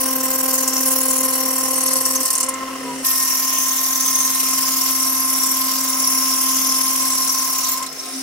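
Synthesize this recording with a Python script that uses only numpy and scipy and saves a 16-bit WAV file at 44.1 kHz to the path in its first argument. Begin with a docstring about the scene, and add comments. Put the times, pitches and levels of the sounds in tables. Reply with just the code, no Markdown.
"""Router milling a plastic panel

A CNC router mills a groove in a plastic panel in a small workshop, heard from a step away and then close by.
The turning spindle hums and whines in harmonics. Once per turn the cutter tears off a chip: a burst of
filtered noise, which surges as the gantry shudders, while modes of cutter and panel edge squeal.
Twice the cutter reaches a corner: it takes a few last bites, the hiss dies, axis motors and spindle moan.
Panel and frame resonate beneath, over cooling air and the short reverberation of the shop."""
import sys
import numpy as np
from scipy import signal
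from scipy.fft import rfft, irfft, next_fast_len
from scipy.io import wavfile
from scipy.ndimage import uniform_filter1d

SR = 44100
rng = np.random.default_rng(int(sys.argv[2]) if len(sys.argv) > 2 else 0)


def unload_audio(sound):
    """Save the sound as a 16-bit wav file, at the path given as the first command line argument."""
    columns = np.transpose(np.atleast_2d(sound))
    # keep every value between -1 and 1, then stretch to whole-number steps
    steps = np.round(np.clip(columns, -1, 1) * 32767)
    wavfile.write(sys.argv[1], SR, steps.astype(np.int16))


N = 362502

TIME = np.arange(N) / SR
SIZE = next_fast_len(N)
BINS = np.maximum(np.arange(SIZE // 2 + 1) * SR / SIZE, 1)   # frequency of each bin, Hz
MOVE_CLOSE_S = 3.04   # the listening point jumps close to the cutter
SPEED_HZ, UNLOADED_RISE_HZ = (262.1, 262.85), 1.6   # turns per s under load (afar, close by); gain without load
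CUTOFF_HZ, CEILING = 15750, .7


def tearing(angle, shake, surge=0.57, turn_db=(3.3, 2.2), decay_turns=0.2, rub=(.2, .36),
            second_flute=0.24, lead=0.33, thinnest=0.11, thickest=1.4):
    """Periodic cutting force: a burst per turn from the leading flute, a weaker one from the other, over rubbing."""
    quarter_period = round(SR / SHUDDER_HZ / 4)
    retreat = np.roll(shake, quarter_period)
    turns = np.maximum(angle - lead * retreat, 0) / (2 * np.pi)   # a retreating cutter meets the plastic later
    chance_per_turn = (2 * rng.random(N) - 1)[turns.astype(int)]
    strength = from_db(by_place(*turn_db) * chance_per_turn)
    leading = np.exp(-(turns % 1) / decay_turns)
    trailing = second_flute * np.exp(-((turns + .5) % 1) / decay_turns)
    chip_thickness = np.clip(1 + surge * shake * (1 - cornering()), thinnest, thickest)
    force = (by_place(*rub) + strength * (leading + trailing)) * chip_thickness
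    return force / np.sqrt(uniform_filter1d(force ** 2, SR // 8))


# Colour of the chip noise. Each row: frequency in Hz, relative density in dB from afar, and close by.
CHIP_COLOUR = [(1320, -37, -21), (3100, -39, -6.5), (4330, -6.5, -5.5), (5180, -6.5, 3.5), (5900, -1, 1),
               (6850, -1, 3.5), (9100, 2, -0.5), (9160, 3.5, 5.5), (11780, 2.5, 4.5), (14200, -3.5, -4.5),
               (16200, -7, -8)]
HISS_LAG_S = (.000036, .000058)   # the hiss reaches the right side later (afar, close by)


def chips(force, hiss_db=4.0, patchy_db=3.0, grain_db=0.5, dust_db=10, slack_db=-8, crisp_hz=7800):
    """Amplitude-modulated noise: bands of hiss wander separately, pulsed by the force; fine dust brightens the top."""
    level_db, dust_tilt_db = cut_levels()
    far, close = (noise(colour(CHIP_COLOUR, axis=k + 1), lag_s=HISS_LAG_S[k], scatter=0.8) for k in range(2))
    hiss = by_place(rms_one(far), rms_one(close))
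    spectrum = rfft(wandering(hiss), SIZE)
    centres, step = np.linspace(0, 16000, 13, retstep=True)
    steady, pulsed = 0, 0
    for hz in centres:
        triangle = np.maximum(1 - abs(BINS - hz) / step, 0)
        band = irfft(spectrum * triangle)[:, :N]
        top = np.clip((hz - 11000) / 3000, -.5, 1)
        band = band * from_db(patchy_db * drift(45) + top * (dust_tilt_db + dust_db))
        steady = steady + band
        sharpness = min((hz / crisp_hz) ** 2, 1)   # the highs crack with each chip, the mids just rub
        pulsed = pulsed + band * force ** sharpness
    running_rms = np.sqrt(uniform_filter1d(np.mean(steady ** 2, axis=0), SR // 20))
    evened = pulsed * from_db(grain_db * drift(1100)) / running_rms
    loudness = from_db(level_db + slack_db * cornering()) + bites()
    return evened * from_db(hiss_db) * loudness


# The straight cuts, one list from afar and one close by. 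Each row: time in seconds, base level of the chip
# hiss in dB, tilt of the fine-dust treble in dB before its swing is widened.
CUT_CURVES = [
    [(0.0, -23, -1), (0.17, -25.5, -2), (0.81, -22, -3.5), (0.87, -21.5, -3.5), (1.67, -25.5, -3.5),
     (1.9, -22.5, -7), (2.3, -23, -5), (2.39, -37, -6), (2.4, -32.5, -6)],
    [(3.07, -21.5, -2.5), (3.32, -24.5, -2.5), (4.96, -23.5, -3.5), (5.19, -24, -5), (5.44, -23.5, -4),
     (5.94, -26, -4), (6.05, -23, -3.5), (6.55, -23.5, -4), (7.2, -24.5, -4.5), (7.63, -27, -4.5),
     (7.72, -23.5, -4)],
]
CORNER_HISS_DB, CORNER_DUST_DB, PICK_UP_DB_PER_S = -19, -12, 28   # both fall in a corner; the hiss creeps back


def cut_levels(dust_swing=1.89, uneven_db=0.36):
    """Level envelopes in dB: hiss and dust fall in a corner, then the hiss creeps back; slight unevenness throughout."""
    level_db, dust_db = along_cuts(CUT_CURVES)
    free_s = by_place(*(np.clip(TIME - s - EASE_S, 0, .5) for s, _, _ in CORNERS))
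    level_db = level_db + CORNER_HISS_DB * eased() + PICK_UP_DB_PER_S * free_s + uneven_db * drift(23.0)
    return level_db, dust_swing * dust_db + CORNER_DUST_DB * eased()


def wandering(x, wander_db=2.5, width_hz=560, hold_s=0.23, size=512):
    """Time-varying filtering: narrow bands of the hiss swell and fade as the cutter travels along the groove."""
    spectra = signal.stft(x, nperseg=size)[2]
    field = rng.standard_normal(spectra.shape[1:])
    spans = width_hz * size / SR, hold_s * SR / (size / 2)   # in bins and in frames
    for axis, span in enumerate(spans):
        for _ in range(2):
            field = uniform_filter1d(field, max(round(span), 1), axis=axis, mode="wrap")
    return signal.istft(spectra * from_db(wander_db * rms_one(field)), nperseg=size)[1][:, :N]


def chatter(x, overlap=0.62, hz=8000, width_hz=3800):
    """Regenerative comb filter: a flute recuts last turn's ripples, so mid hiss gathers between the harmonics."""
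    one_turn_delay = np.exp(-2j * np.pi * BINS / np.mean(SPEED_HZ))
    recut = overlap * peak(hz, width_hz) * one_turn_delay
    return irfft(rfft(x, SIZE) * (1 - recut))[:, :N]


# Separate hard bites, most on the way into a corner. Each row: time in seconds, length in seconds,
# base peak level in dB, pitch in Hz.
HARD_BITES = [(0.6772, .012, -7, 7150), (0.7327, .008, -10, 6200), (2.0532, .013, -6, 9000),
              (2.2040, .012, -12, 9500), (2.2303, .009, -11, 9290), (2.2535, .012, -8, 9270),
              (2.2800, .008, -11, 8290), (2.3030, .012, -7, 9000), (2.3298, .012, -8, 10100),
              (2.3525, .012, -7, 7500), (2.3792, .009, -5, 8210), (2.4024, .011, -6, 9000),
              (2.4292, .015, -8, 7000), (2.4627, .007, -18, 7000), (2.4868, .011, -9, 9000),
              (2.5390, .008, -14, 7500), (7.7732, .012, -18, 8000), (7.8256, .013, -17, 8000),
              (7.8635, .009, -17, 8000), (7.9274, .007, -23, 8000)]


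def teeth(strike_db=1.0, fade_db=0.5, uneven_db=0.5):
    """Repeated impact: during a bite the leading flute strikes once per turn, on average more weakly each time."""
    strikes = []
    for s, length_s, db, hz in HARD_BITES:
        for k in range(round(length_s * SPEED_HZ[0])):
            peak_db = db + strike_db - fade_db * k + uneven_db * rng.standard_normal()
            strikes.append((s + k / SPEED_HZ[0], peak_db, hz))
    return ticks(strikes, decay_s=0.0011, spread=0.29)


def bites(rub_db=-16, tail=1.0):
    """Asymmetric envelope: the rubbing in each bite starts hard and dies away more slowly."""
    total = 0
    for s, length_s, db, _ in HARD_BITES:
        attack = swell(s + 0.0022, 0.0022)
        decay = swell(s + 0.0016, tail * length_s)
        total = total + from_db(db + rub_db) * np.where(TIME < s + .002, attack, decay)
    return total


def cornering():
    """Gating: near 1 where the steady cut breaks up into separate bites, else 0."""
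    return np.clip(sum(swell(s, .035) for s, *_ in HARD_BITES), 0, 1)


# Large chips snapping off. Each row: time in seconds, peak level in dB, pitch in Hz.
CHIP_SNAPS = [(0.875, -3, 11900), (1.013, -4, 9500), (1.017, -5, 8500), (1.113, -7, 8500),
              (1.163, -6, 8500), (1.191, -7, 8500), (1.2344, -9, 8270), (1.2383, -6, 8270),
              (1.8821, -9, 5590), (2.123, -5, 10000), (3.105, -3, 12500), (3.338, -9, 5700),
              (4.189, -3, 12000), (4.622, -4, 11100), (6.569, -8, 6070), (7.385, -9, 6190)]


def snaps():
    """Brittle fracture: a large chip breaks away with a short bright tick."""
    return ticks(CHIP_SNAPS, decay_s=.0007, spread=0.3)


LOWEST_CRACK_HZ = 5150   # the plastic cracks only above this


def ticks(rows, decay_s, spread):
    """Decaying band noise from rows of (s, peak dB, Hz); spread is the half bandwidth as a share of the pitch."""
    out, age = np.zeros((2, N)), TIME[:SR // 100]
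    for s, db, hz in rows:
        edges = [max(hz / (1 + spread), LOWEST_CRACK_HZ), min(hz * (1 + spread), CUTOFF_HZ)]
        band = signal.butter(4, edges, "band", fs=SR, output="sos")
        both, *own = rng.standard_normal((3, len(age))) * np.exp(-age / decay_s)
        tick = signal.sosfilt(band, both + np.array(own))   # partly shared by the two sides
        at = round(s * SR)
        out[:, at:at + len(age)] += tick / abs(tick).max() * from_db(db)
    return out


# Modes of cutter and panel edge that squeal. Each row: frequency in Hz, split into a pair by plus and minus Hz,
# half width in Hz, level in dB from afar, level in dB close by, change in a corner in dB.
SQUEAL_MODES = [(5290, 0, 44, -40, -38, -7), (5624, -2, 85, -33, -32, -13), (6213, 130, 64, -37, -35, -12)]
# Flares as the cutter travels, one list per squealing mode. Each row: peak time in seconds,
# half length in seconds, added amplitude in dB.
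SQUEAL_FLARES = [
    [(.77, .12, -42), (2.1, 0.087, -55), (6.75, 0.15, -34), (7.4, 0.57, -38)],
    [(.77, 0.067, -31), (2.1, 0.11, -39), (3.3, 0.098, -31), (5.0, 0.15, -35.5), (5.42, 0.096, -35),
     (6.17, 0.34, -37), (7.4, 0.28, -37)],
    [(2.164, 0.012, -22), (3.55, 0.26, -31), (4.17, 0.26, -25), (6.6, 0.4, -38), (7.37, 0.35, -37),
     (7.385, 0.0074, -19)],
]


def squeal(force, flicker_db=3.5, waver_db=0.2, follow=0.65, slack_db=-5, bite_db=-13):
    """Forced modal resonance: modes ring under the cutting force, rise and fall unevenly and flare now and then."""
    out, slack, kicks = 0, slack_db * cornering(), from_db(bite_db) * bites()
    for (hz, split_hz, width_hz, far, close, corner_db), flare_rows in zip(SQUEAL_MODES, SQUEAL_FLARES):
        level_db = by_place(far, close) + corner_db * eased() + slack + waver_db * drift(2.4)
        flares = sum(from_db(db) * swell(s, half_s) for s, half_s, db in flare_rows)
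        ring = noise(peak(hz - split_hz, width_hz) + peak(hz + split_hz, width_hz))
        driven = rms_one(ring * force ** follow * from_db(flicker_db * drift(57)))
        out = out + driven * (from_db(level_db) + flares + kicks)
    return out


# Thin tones of the free-running cutter. Each row: frequency in Hz, relative level in dB.
FREE_TONES = [(2385, -7), (5297, 0), (5566, 1), (6347, -2), (7461, -3)]
SQUEAK = (8.0, .015)   # (s, half length s)


def free_ring(width_hz=7, level_db=-43, rise_s=0.051, squeak_db=-27, squeak_hz=5600, squeak_width_hz=900):
    """Narrow-band resonance: running free close by, the cutter squeaks once and rings on in thin steady tones."""
    modes = sum(from_db(db) * peak(hz, width_hz) for hz, db in FREE_TONES)
    onset = smooth_step(CORNERS[1][0] + EASE_S, rise_s)
    ring = rms_one(noise(modes)) * from_db(level_db) * onset
    squeak = rms_one(noise(modes * peak(squeak_hz, squeak_width_hz))) * from_db(squeak_db) * swell(*SQUEAK)
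    return ring + squeak


# Imbalance hum at 1 per turn, one list from afar and one close by. Each row: time in seconds, base level in dB.
HUM_CURVES = [
    [(0.0, -36), (0.04, -29), (0.34, -34), (0.85, -30.5), (2.22, -35.5), (2.25, -45), (2.38, -48),
     (2.45, -38), (3.0, -31.5)],
    [(3.1, -40.5), (4.85, -35.5), (6.6, -33), (7.4, -39.5), (7.85, -43), (7.98, -47), (8.11, -42.5),
     (8.17, -33.5)],
]
# Weaker overtones. Each row: multiple of the speed, base level in dB from afar, and close by.
WEAK_OVERTONES = [(3, -53, -57.5), (5, -53, -50), (6, -59, -55), (7, -53, -61), (8, -52, -48),
                  (9, -62, -57), (10, -60, -60), (11, -59, -61), (12, -63, -60)]
# Overtones that change at one listening point as the cutter travels. Each row: peak time in seconds,
# half length in seconds, multiple of the speed, rise (or fall) in dB.
OVERTONE_SWELLS = [(.9, 1.5, 3, 12), (.4, 1.3, 6, 17), (2.2, .3, 7, 7), (2.6, .14, 5, 15),
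                   (2.52, .14, 8, 10), (3.3, 1.7, 7, 23), (4.5, .8, 8, 6), (6.4, 1.0, 6, 4),
                   (8.0, .8, 8, -10)]
FLUTE_DB, FLUTE_EASED_DB = (-34.5, -61), -5.5   # flute tone at 2 per turn (afar, close by); change as the cut eases
FLUTE_DIP_S, FLUTE_DIP_HALF_S, FLUTE_DIP_DB = 2.337, 0.074, -21   # the flute tone dips briefly


def spindle(angle, shake, whine_db, strain_db, twist=0.076, hum_db=1.33, unsteady_db=0.78, flutter_db=3.5,
            rough_db=1.0, waver_db=2.0, overtone_db=-3, overtone_flutter_db=2.5, flute_flutter_db=1.35,
            spread=0.4):
    """Harmonic series of the rotation: the shaking load twists the phase and makes the partials flutter."""
    hum, = along_cuts(HUM_CURVES)
    flute = by_place(*FLUTE_DB) + FLUTE_EASED_DB * eased() + FLUTE_DIP_DB * swell(FLUTE_DIP_S, FLUTE_DIP_HALF_S)
    partials = [
        (1, hum + hum_db + unsteady_db * drift(7.6)),
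        (2, flute + flute_flutter_db * shake + 2 * unsteady_db * drift(4.8)),
        (4, whine_db + flutter_db * shake + rough_db * drift(35)),
    ]
    throb = overtone_flutter_db * shake + ROCK_DB * rocking()
    for k, far, close in WEAK_OVERTONES:
        singing = 0
        for s, half_s, multiple, db in OVERTONE_SWELLS:
            if multiple == k:
                heard = by_place(s < MOVE_CLOSE_S, s > MOVE_CLOSE_S)
                singing = singing + db * swell(s, half_s) * heard
        level_db = by_place(far, close) + overtone_db + singing + strain_db + throb
        partials.append((k, level_db + waver_db * drift(5)))
    angle = angle + twist * shake + 0.015 * drift(25)
    sides = np.array([[.5], [-.5]])   # opposite phase offsets left and right
    return sum(np.sqrt(2) * from_db(db) * np.sin(k * angle + sides * spread * np.sqrt(k)) for k, db in partials)


WHINE_DB, WHINE_REST_DB = (-35, -33.5), -16   # at 4 per turn as a stretch begins (afar, close by); change at rest
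WHINE_RISE_DB_PER_S = (1, 0.66)   # it grows as the cutter nears the corner (afar, close by)


def whine_level(strain_db, follow=0.79, waver_db=0.22, sinking=0.95):
    """Load-dependent level in dB: the whine grows along a cut, throbs into a corner, sinks at rest; a slight waver."""
    corner = WHINE_REST_DB * at_rest() ** sinking + ROCK_DB * rocking()
    stretch_s = TIME - by_place(0, MOVE_CLOSE_S)
    feeding = by_place(*WHINE_DB) + by_place(*WHINE_RISE_DB_PER_S) * stretch_s
    return feeding + corner + follow * strain_db + waver_db * drift(23.0)


# Bouts of slower sway. Each row: time of the widest swing in seconds, half length in seconds, depth.
SWAY_BOUTS = [(.588, .65, .75), (2.254, .42, .9), (3.538, .2, .3), (4.587, .35, .45), (5.613, .4, .35),
              (7.781, .2, .55)]
SHUDDER_HZ, SWAY_HZ, FIRST_SURGE_S = 40.0, 21.2, .011
SHUDDER_DEPTH, SHUDDER_AT_REST = (1.05, 0.44), 0.84   # 1 = full (afar, close by); share left at rest
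SHUDDER_WANDER = (.15, 1.2)   # how far its timing strays, in radians (afar, close by)


def gantry(sway=0.94, jolts=0.27):
    """Structural vibration: steady shudder and bouts of sway push the cutter in and out; it calms at rest."""
    phase_wander = by_place(*SHUDDER_WANDER) * drift(0.88)
    fast = np.cos(2 * np.pi * SHUDDER_HZ * (TIME - FIRST_SURGE_S) + phase_wander)
    slow = 0
    for s, half_s, depth in SWAY_BOUTS:
        slow = slow + depth * swell(s, half_s) * np.cos(2 * np.pi * SWAY_HZ * (TIME - s))
    calm = 1 + (SHUDDER_AT_REST - 1) * at_rest()
    return calm * (by_place(*SHUDDER_DEPTH) * (fast + jolts * drift(42)) + sway * slow)


# The corners. Each row: time the cut starts to ease in seconds, time the feed starts to brake in seconds,
# braking time in seconds.
CORNERS = [(2.421, 2.62, 0.41), (7.746, 7.848, 0.033)]
EASE_S = .15   # how long the cut takes to die
ROCK_HZ, ROCK_DB = 14.74, 3.5


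def eased():
    """Unloading ramp: 0 in a straight cut, 1 once the cutter runs free in a corner."""
    return by_place(*(smooth_step(s, EASE_S) for s, _, _ in CORNERS))


def at_rest():
    """Braking ramp: 0 while the gantry feeds, 1 once it stands in a corner."""
    return by_place(*(smooth_step(s, braking_s) for _, s, braking_s in CORNERS))


def rocking():
    """Inertial swing: the gantry rocks between -1 and 1 on its way into a corner."""
    swing = by_place(*(np.cos(2 * np.pi * ROCK_HZ * (TIME - s)) for s, _, _ in CORNERS))
    return swing * eased() * (1 - at_rest() ** 2)


def panel(shake, whine_db, hz=1038, width_hz=48, ring_db=(-9, -6), throb_db=-5.5):
    """Plate resonance: the sheet drums roughly in its main mode, as hard as the whine drives it."""
    return rms_one(noise(peak(hz, width_hz))) * from_db(whine_db + by_place(*ring_db) + throb_db * shake)


# Steady tones: feed motors, except that 565 and 1275 Hz are shudder sidebands of spindle harmonics.
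# Each row: frequency in Hz, base level in dB from afar, and close by.
STEADY_TONES = [(75, -61.5, -65.5), (167, -61, -62), (565, -60, -59), (1275, -60, -54), (2686, -56, -55.5)]
# Moans and rumbles in the corners: axis motors passing through resonances, except that 1315 Hz is the spindle's
# throbbing fifth overtone and 1035 and 1058 Hz its lingering, returning whine.
# Each row: peak time in seconds, half length in seconds, frequency in Hz, width in Hz, level in dB.
CORNER_MOANS = [(2.59, .12, 1315, 30, -43), (2.52, .13, 2060, 60, -45), (2.74, .07, 1100, 30, -41),
                (2.905, .05, 987, 7, -30), (2.90, .05, 1240, 9, -45), (2.87, .08, 468, 9, -39.5),
                (2.92, .12, 398, 3, -41.5), (2.68, .2, 370, 70, -43), (2.92, .1, 162, 8, -47.5),
                (8.05, .25, 390, 70, -46), (7.88, .07, 150, 15, -52), (7.94, .04, 490, 20, -46),
                (7.93, .1, 680, 60, -46), (7.89, .025, 1035, 4, -41), (8.07, .075, 1058, 2, -39),
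                (8.02, .1, 527, 12, -49), (8.13, .09, 730, 65, -44)]


def drones_and_moans(strain_db, waver_db=3.5):
    """Tonal excitation: motors and shudder sidebands sound steadily; in corners motors and spindle moan or rumble."""
    out = 0
    for hz, far, close in STEADY_TONES:
        level_db = by_place(far, close) + strain_db + waver_db * drift(2.2)
        out = out + from_db(level_db) * np.sin(2 * np.pi * hz * TIME + hz / 1500 * drift(2.6))
    for s, half_s, hz, width_hz, db in CORNER_MOANS:
        if width_hz < 10:   # a tone with wandering pitch
            ring = np.sin(2 * np.pi * np.cumsum(hz + width_hz * drift(width_hz)) / SR)
        else:
            ring = rms_one(noise(peak(hz, width_hz))) / np.sqrt(2)
        out = out + from_db(db) * swell(s, half_s) * ring
    return np.sqrt(2) * out


# Resonances of frame and bed. Each row: frequency in Hz, half width in Hz, base density at the peak in dB per Hz
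# from afar, and close by.
FRAME_MODES = [(281, 50, -65, -69.5), (502, 62, -64, -72), (718, 132, -70, -68), (1298, 90, -66, -65),
               (1591, 81, -68.5, -67.5), (1840, 51, -64.5, -68), (2046, 65, -64, -66.5),
               (2154, 32, -78, -64.5), (2900, 220, -69.5, -77)]
# Cooling air and shop rumble. Each row: frequency in Hz, base density in dB per Hz from afar, and close by.
AIR_COLOUR = [(15, -95, -106), (50, -84, -99), (131, -81, -92), (232, -86, -72), (354, -87, -76),
              (400, -93, -83.5), (600, -69, -75.5), (905, -73.5, -93), (1420, -73, -73),
              (1680, -77.5, -79.5), (2400, -72.5, -71), (2650, -74, -75.5), (3800, -78.5, -78),
              (5260, -74.5, -70), (7900, -76.5, -79), (16000, -85, -78)]


def frame(shake, strain_db, throb_db=4.0, air_share=0.58):
    """Modal superposition: frame and bed rumble, throbbing with the gantry, over the rush of cooling air."""
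    rumbles = []
    for k in (2, 3):   # level columns
        power = sum((from_db(row[k]) * peak(row[0], row[1])) ** 2 for row in FRAME_MODES)
        rumbles.append(noise(np.sqrt(power)))
    rumble = by_place(*rumbles) * from_db(strain_db + throb_db * np.tanh(shake))
    air = by_place(noise(colour(AIR_COLOUR, axis=1)), noise(colour(AIR_COLOUR, axis=2)))
    return rumble + air * from_db(air_share * strain_db)


STRAIN_PER_HUM, STRAIN_REST_DB = 0.16, (-2, -4.5)   # dB per dB of hum; change at rest (afar, close by)


def frame_strain():
    """Imbalance excitation, in dB: the shaking of frame and bed follows the hum and drops at rest."""
    hum, = along_cuts(HUM_CURVES)
    usual = by_place(*(np.median(np.array(rows)[:, 1]) for rows in HUM_CURVES))
    return STRAIN_PER_HUM * np.maximum(hum - usual, -6) + by_place(*STRAIN_REST_DB) * at_rest()


def workshop(x, wet_db=-12, t60=0.15):
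    """Reverberation: a short diffuse tail, decaying by 60 dB in t60 seconds, follows the direct sound."""
    age = TIME[:SR // 2]
    tail = rng.standard_normal((2, len(age))) * from_db(-60 * age / t60) * (age > .004)
    tail /= np.sqrt(np.sum(tail ** 2, axis=1, keepdims=True))
    return x + from_db(wet_db) * signal.fftconvolve(x, tail, axes=1)[:, :N]


# Stereo coherence of the noises. Each row: frequency in Hz, likeness of left and right from 0 to 1.
SIDE_LIKENESS = [(30, 0.95), (150, 0.32), (300, 0.58), (700, 0.36), (1050, 0.64), (1600, 0.05),
                 (3000, 0.31), (6000, 0.094), (9500, 0.52), (12500, 0.36), (16000, 0.4)]


def noise(gain, lag_s=0., scatter=0., echo_s=0.000688):
    """Partly coherent noise of given gain per Hz: the right may lag, its phase rippled by an echo off the bed."""
    alike = np.clip(np.interp(BINS, *np.transpose(SIDE_LIKENESS)), 0, 1)
    mid, side = rfft(rng.standard_normal((2, SIZE))) * gain * np.sqrt([1 + alike, 1 - alike])
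    late = np.exp(-1j * (2 * np.pi * BINS * lag_s + scatter * np.sin(2 * np.pi * BINS * echo_s)))
    return irfft(np.array([mid + side, (mid - side) * late]))[:, :N] * np.sqrt(SR) / 2


def drift(rate_hz):
    """Low-pass noise: smooth chance of rms 1 that changes at about the given rate."""
    return rms_one(irfft(rfft(rng.standard_normal(SIZE)) * peak(0, rate_hz))[:N])


def peak(hz, width_hz):
    """Resonance curve: gain per bin, halved at width_hz from the centre."""
    return 1 / (1 + ((BINS - hz) / width_hz) ** 2)


def colour(points, axis=1):
    """Spectral envelope: gain per bin from a column of dB points over log frequency."""
    table = np.array(points)
    return from_db(np.interp(np.log(BINS), np.log(table[:, 0]), table[:, axis]))


def swell(s, half_s):
    """Gaussian envelope: a bell-shaped rise and fall of height 1."""
    return np.exp(-np.minimum(((TIME - s) / half_s) ** 2, 50))


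def smooth_step(s, length_s):
    """Linear ramp: 0 before the given moment, then a straight rise to 1."""
    return np.clip((TIME - s) / length_s, 0, 1)


def by_place(far, close):
    """Crossfade: the far value before the listening point moves, the close one after it."""
    closeness = np.clip((TIME - MOVE_CLOSE_S) / .02 + .5, 0, 1)
    return far * (1 - closeness) + close * closeness


def in_time(rows):
    """Linear interpolation: curve rows to one value per sample for each column."""
    s, *columns = np.transpose(rows)
    return [np.interp(TIME, s, c) for c in columns]


def along_cuts(curves):
    """Joined envelopes: columns of a far and a close curve, crossfaded where the listening point moves."""
    return [by_place(far, close) for far, close in zip(*map(in_time, curves))]


def from_db(db):
    """Logarithmic level: decibels to amplitude gain."""
    return 10 ** (np.asarray(db) / 20)


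def rms_one(x):
    """Normalisation to unit rms."""
    return x / np.sqrt(np.mean(x ** 2) + 1e-20)


def scene():
    """Common excitation: rotation and gantry shake drive the tones, the cut and the frame together."""
    speed_hz = by_place(*SPEED_HZ) + UNLOADED_RISE_HZ * eased()
    angle = 2 * np.pi * np.cumsum(speed_hz) / SR
    shake, strain_db = gantry(), frame_strain()
    force, whine_db = tearing(angle, shake), whine_level(strain_db)
    cut = chatter(chips(force)) + squeal(force) + teeth() + snaps()
    cutting = workshop(cut) + free_ring()
    tones = spindle(angle, shake, whine_db, strain_db) + panel(shake, whine_db)
    machine = tones + drones_and_moans(strain_db) + frame(shake, strain_db)
    return (cutting + machine) * from_db([[.25], [-.25]])   # left slightly louder


def record(dry):
    """Clipping and low-pass filtering: peaks above the ceiling are clipped, then the top is cut."""
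    low_pass = signal.ellip(12, .1, 90, CUTOFF_HZ, fs=SR, output="sos")
    return signal.sosfilt(low_pass, np.clip(dry, -CEILING, CEILING))


dry = scene()
out = record(dry)
unload_audio(out)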